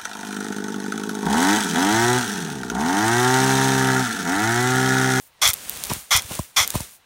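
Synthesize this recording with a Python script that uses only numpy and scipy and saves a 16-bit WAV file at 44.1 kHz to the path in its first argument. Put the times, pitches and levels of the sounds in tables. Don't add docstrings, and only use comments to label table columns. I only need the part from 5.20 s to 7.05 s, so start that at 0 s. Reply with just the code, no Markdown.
import sys
import numpy as np
from scipy import signal
from scipy.fft import rfft, irfft
from scipy.io import wavfile

SR = 44100
rng = np.random.default_rng(int(sys.argv[2]) if len(sys.argv) > 2 else 0)


def dump(signal):
    limited = np.clip(np.atleast_2d(signal).T, -1, 1)
    pcm = np.round(limited * 32767).astype(np.int16)
    wavfile.write(sys.argv[1], SR, pcm)


N = 81585


def amp(db):
    return 10 ** (np.asarray(db) / 20)


def unit(x):
    return x / np.sqrt(np.mean(x ** 2) + 1e-20)


def shape(points, hz):
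    f, db = np.transpose(points)
    return amp(np.interp(np.log(hz + 1), np.log(f), db))


def colour(x, points):
    return unit(irfft(rfft(x) * shape(points, np.fft.rfftfreq(len(x), 1 / SR)), len(x)))


def octaves(hz):
    return np.log2(np.maximum(hz, 500) / 4000)


def seconds(size):
    return np.arange(size) / SR


def add(mix, start, sound):
    part = mix[max(round(start * SR), 0):][:len(sound)]
    part += sound[:len(part)]


def fizz_band(t, hz, width):
    away = np.log2((np.fft.rfftfreq(len(t), 1 / SR) + 1) / hz) / width
    return unit(irfft(rfft(rng.standard_normal(len(t))) / (1 + away ** 2)))


# (frequency [Hz], width [Hz], level [dB])
NOZZLE_MODES = [(830, 190, -9.5), (1230, 286, -2.5), (2115, 187, 1.5), (2450, 130, -2.5), (3398, 243, 3),
                (4350, 230, -14), (5504, 300, -3), (6095, 510, -4.5), (7150, 400, -9), (8550, 200, -17),
                (9590, 520, -9), (11700, 490, -14.5), (13650, 500, -13.5), (14950, 320, -19)]
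# (frequency [Hz], level [dB])
HISS_SPECTRUM = [(40, -24), (150, -23), (350, -35.5), (620, -14.5), (1500, -13.5), (2750, -26),
                 (4000, -12.5), (8200, -19), (11000, -32.5), (16000, -33.5)]
# (time [s], open for [s], level [dB], sag until shut-off [dB],
# brightness [dB/octave], nozzle ring [dB], ring pitch [ratio])
JETS = [(0.2145, 0.097, -14, 14.5, 0.65, -3.5, 1), (0.9059, 0.092, -14, 16, 0.27, -2, 0.99),
        (1.3614, 0.089, -14, 16.5, 0.5, -1.5, 0.989)]


def jet(open_s, db, sag_db, bright_db, ring_db, pitch):
    body_hz, sputter_hz = 4150, 350
    body_attack_s, edge_attack_s, shut_db_per_s = 0.01, 0.0059, 997
    t = seconds(8192)
    hz = np.fft.rfftfreq(len(t), 1 / SR)
    power = shape(HISS_SPECTRUM, hz) ** 2
    for mode_hz, width, mode_db in NOZZLE_MODES:
        detuning = (hz - pitch * mode_hz) / (0.83 * width)
        power += (amp(mode_db + ring_db) / (1 + detuning ** 2)) ** 2
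    turbulence = np.exp(2j * np.pi * rng.random(len(hz)))
    hiss = unit(irfft(turbulence * np.sqrt(power) * amp(bright_db * octaves(hz))))
    body = irfft(rfft(hiss) / (1 + (hz / body_hz) ** 8))
    edge = hiss - body
    sputter = unit(irfft(rfft(rng.standard_normal(len(t))) / (1 + (hz / sputter_hz) ** 2)))
    fall_db = sag_db * (t / open_s) ** 2.84
    flow = body * np.minimum(t / body_attack_s, 1) * amp(-fall_db)
    flow += edge * np.minimum(t / edge_attack_s, 1) * amp(-0.77 * fall_db)
    shut_db = shut_db_per_s * np.maximum(t - open_s, 0)
    return flow * np.exp(0.14 * sputter) * amp(db - shut_db)


# (time [s], level [dB])
THUDS = [(0.261, -30), (0.289, -27), (0.95, -22.5), (0.976, -29.5), (1.048, -33.5), (1.403, -27.5)]


def thud(db, hz=87.8, rise_s=0.0049):
    t = seconds(4096)
    return amp(db) * t / rise_s * np.exp(1 - t / rise_s) * np.sin(2 * np.pi * hz * t)


# (time [s], level [dB], centre [Hz], knock [dB])
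DROP_SNAPS = [(0.2771, 4.5, 8700, -15), (0.2869, -2.5, 7700, -8), (0.2916, -2, 11000, -18),
              (0.296, -16, 11000, -10), (0.3026, -3, 10100, -18), (0.308, -13, 7000, -12),
              (0.334, -10, 10500, -9), (0.3346, -10, 10700, -9), (0.3385, -6.5, 11400, -12),
              (0.3401, -6.5, 11000, -16), (.496, -5, 11800, -14), (0.5733, -18, 10900, -3),
              (0.6381, -6.5, 8750, -6), (.6432, -18, 7500, -3), (0.6502, -14, 8800, -11),
              (0.655, -15, 9800, -8), (0.6695, -17, 11100, -16), (.7356, -9, 11500, -11),
              (0.9639, -6, 8800, -2), (0.9666, 0, 10500, -11), (0.9741, 3.5, 7350, -12),
              (1.0217, -16, 9600, -7), (1.153, -15, 9050, -22), (1.1927, -13, 7200, -12),
              (1.4768, -4.5, 10100, -12), (1.5044, -4.5, 8100, -10), (1.5553, -12, 10500, -17),
              (1.606, -15, 8200, -14), (1.612, -18, 8150, -24.5)]


def snap(db, hz, knock_db):
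    crack_s, knock_s, fizz_s, knock_hz = 0.00006, 0.00029, 0.0012, 3690
    t = seconds(512)
    crack = np.exp(-t / crack_s) * np.sin(2 * np.pi * hz * t)
    crack = signal.lfilter([1, -0.68], 1, crack)
    knock = amp(knock_db) * np.exp(-t / knock_s) * np.sin(2 * np.pi * knock_hz * t)
    fizz = amp(-11.5) * fizz_band(t, hz, width=0.51) * np.exp(-t / fizz_s)
    return amp(db) * (1.83 * crack / np.linalg.norm(crack) - knock + fizz)


# (frequency [Hz], level [dB])
PATTER_SPECTRUM = [(60, -17), (200, -8.5), (450, -3), (1200, -1.5), (3600, 1), (4900, -1), (6200, 1.5),
                   (8000, 2), (9400, 5), (10600, -1), (16000, -0.5)]
# (frequency [Hz], level [dB])
RUMBLE_SPECTRUM = [(20, -37), (55, 4.5), (110, -3.5), (220, -2.5), (400, -19), (2000, -62)]
# (time [s], level [dB], brightness [dB/octave])
SPRAY_FALL = [(0, -52.5, 4), (.07, -60, 7), (.11, -75.5, 7), (.21, -56.5, -6.5), (.31, -36.5, -2),
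              (.42, -37.5, -1), (.53, -33.5, -1), (0.692, -34, -1.5), (0.702, -26, -3), (.74, -30, -1.4),
              (.80, -38, 0.5), (.88, -48.5, -0.5), (1.0, -35.5, -2.5), (1.08, -38, -0.5),
              (1.122, -28.5, -2), (1.191, -34.5, -0.5), (1.24, -41.5, 0.8), (1.335, -55.5, -0.5),
              (1.45, -34.5, -2.5), (1.533, -36, -0.5), (1.555, -25.5, -2), (1.59, -33.5, -0.5),
              (1.619, -34, -0.5), (1.69, -45, -0.5), (1.755, -50, 3), (1.80, -69, 3.5), (1.85, -65, -4)]


def spray(drops_per_s=8000, spread_db=4.5, wash_share=0.56):
    when, db, bright_db = np.transpose(SPRAY_FALL)
    sizes = amp(spread_db * np.minimum(rng.exponential(1, N), 5)) * rng.choice([-1, 1], N)
    drops = unit(sizes * (rng.random(N) < drops_per_s / SR))
    wash = rng.standard_normal(N)
    patter = colour(np.sqrt(1 - wash_share) * drops + np.sqrt(wash_share) * wash, PATTER_SPECTRUM)
    hz, t, frames = signal.stft(patter, SR, nperseg=256)
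    tilt = amp(octaves(hz)[:, None] * np.interp(t, when, bright_db))
    patter = signal.istft(frames * tilt, SR)[1][:N]
    level_db = np.interp(seconds(N), when, db)
    rumble_db = -12 + 0.46 * np.minimum(level_db + 24, 0)
    rumble = amp(rumble_db) * colour(rng.standard_normal(N), RUMBLE_SPECTRUM)
    return (patter + rumble) * amp(level_db)


# (frequency [Hz], level [dB], rise [s])
CAVITY_MODES = [(973, -6, 0.0015), (620, -10, 0.0016)]
# (time [s], level [dB], swing pitch [ratio], swing decay [s], ring pitch [ratio])
PLOPS = [(0.7006, -26.5, 1.53, 0.022, 0.92), (0.7143, -15.5, 1.2, 0.0066, 0.985),
         (0.761, -30, 1.05, 0.011, 0.83), (1.1089, -22.5, 1.2, 0.0055, 0.594),
         (1.1908, -14.5, 1.15, 0.0087, 1.036), (1.542, -21, 0.87, 0.0042, 0.96),
         (1.5521, -12.5, 1.15, 0.0094, 1.015), (1.6021, -23, 1.05, 0.011, .97)]


def plop(db, swing_pitch, decay_s, ring_pitch):
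    delay_s, dive_s = 0.00437, 0.0034
    t = seconds(4096)
    sound = sum(amp(mode_db) * t / rise * np.exp(1 - t / rise) * np.sin(2 * np.pi * ring_pitch * hz * t)
                for hz, mode_db, rise in CAVITY_MODES)
    swing_hz = swing_pitch * (53 + 208 * np.exp(-t / dive_s))
    swing = np.exp(-t / decay_s) * np.sin(2 * np.pi * np.cumsum(swing_hz) / SR)
    add(sound, delay_s, swing)
    return amp(db) * sound


# (time [s], level [dB], centre [Hz], half-width [octaves], decay [s])
SPLATS = [(0.697, -28.5, 2800, 0.35, .005), (0.697, -25.5, 5500, .14, 0.0015),
          (.705, -30.5, 960, 0.19, 0.011), (0.7278, -28, 5500, 2.1, 0.0079),
          (1.109, -38, 1030, 0.17, 0.014), (1.5398, -31, 2000, 2, 0.004)]


def splat(db, hz, width, decay_s, rise_s=0.0017):
    t = seconds(4096)
    envelope = np.minimum(t / rise_s, 1) * np.exp(-np.maximum(t - rise_s, 0) / decay_s)
    return amp(db) * fizz_band(t, hz, width) * envelope


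# (frequency [Hz], level [dB])
AIR_SPECTRUM = [(20, -4), (90, 5.5), (300, -4.5), (550, -1.5), (900, 1.5), (2300, -1.5), (4000, -4.5),
                (8000, -16), (16000, -29)]


def outdoor_air(db=-60):
    return amp(db) * colour(rng.standard_normal(N), AIR_SPECTRUM)


def scene():
    mix = spray() + outdoor_air()
    events = (jet, JETS), (thud, THUDS), (plop, PLOPS), (splat, SPLATS), (snap, DROP_SNAPS)
    for source, table in events:
        for start, *settings in table:
            add(mix, start, source(*settings))
    return mix[None]


def record(dry, ceiling=0.88, cutoff_hz=15850):
    lowpass = signal.firwin(511, cutoff_hz, window=("kaiser", 8), fs=SR)
    return signal.oaconvolve(np.clip(dry, -ceiling, ceiling), lowpass[None], "same")


dry = scene()
out = record(dry)
dump(out)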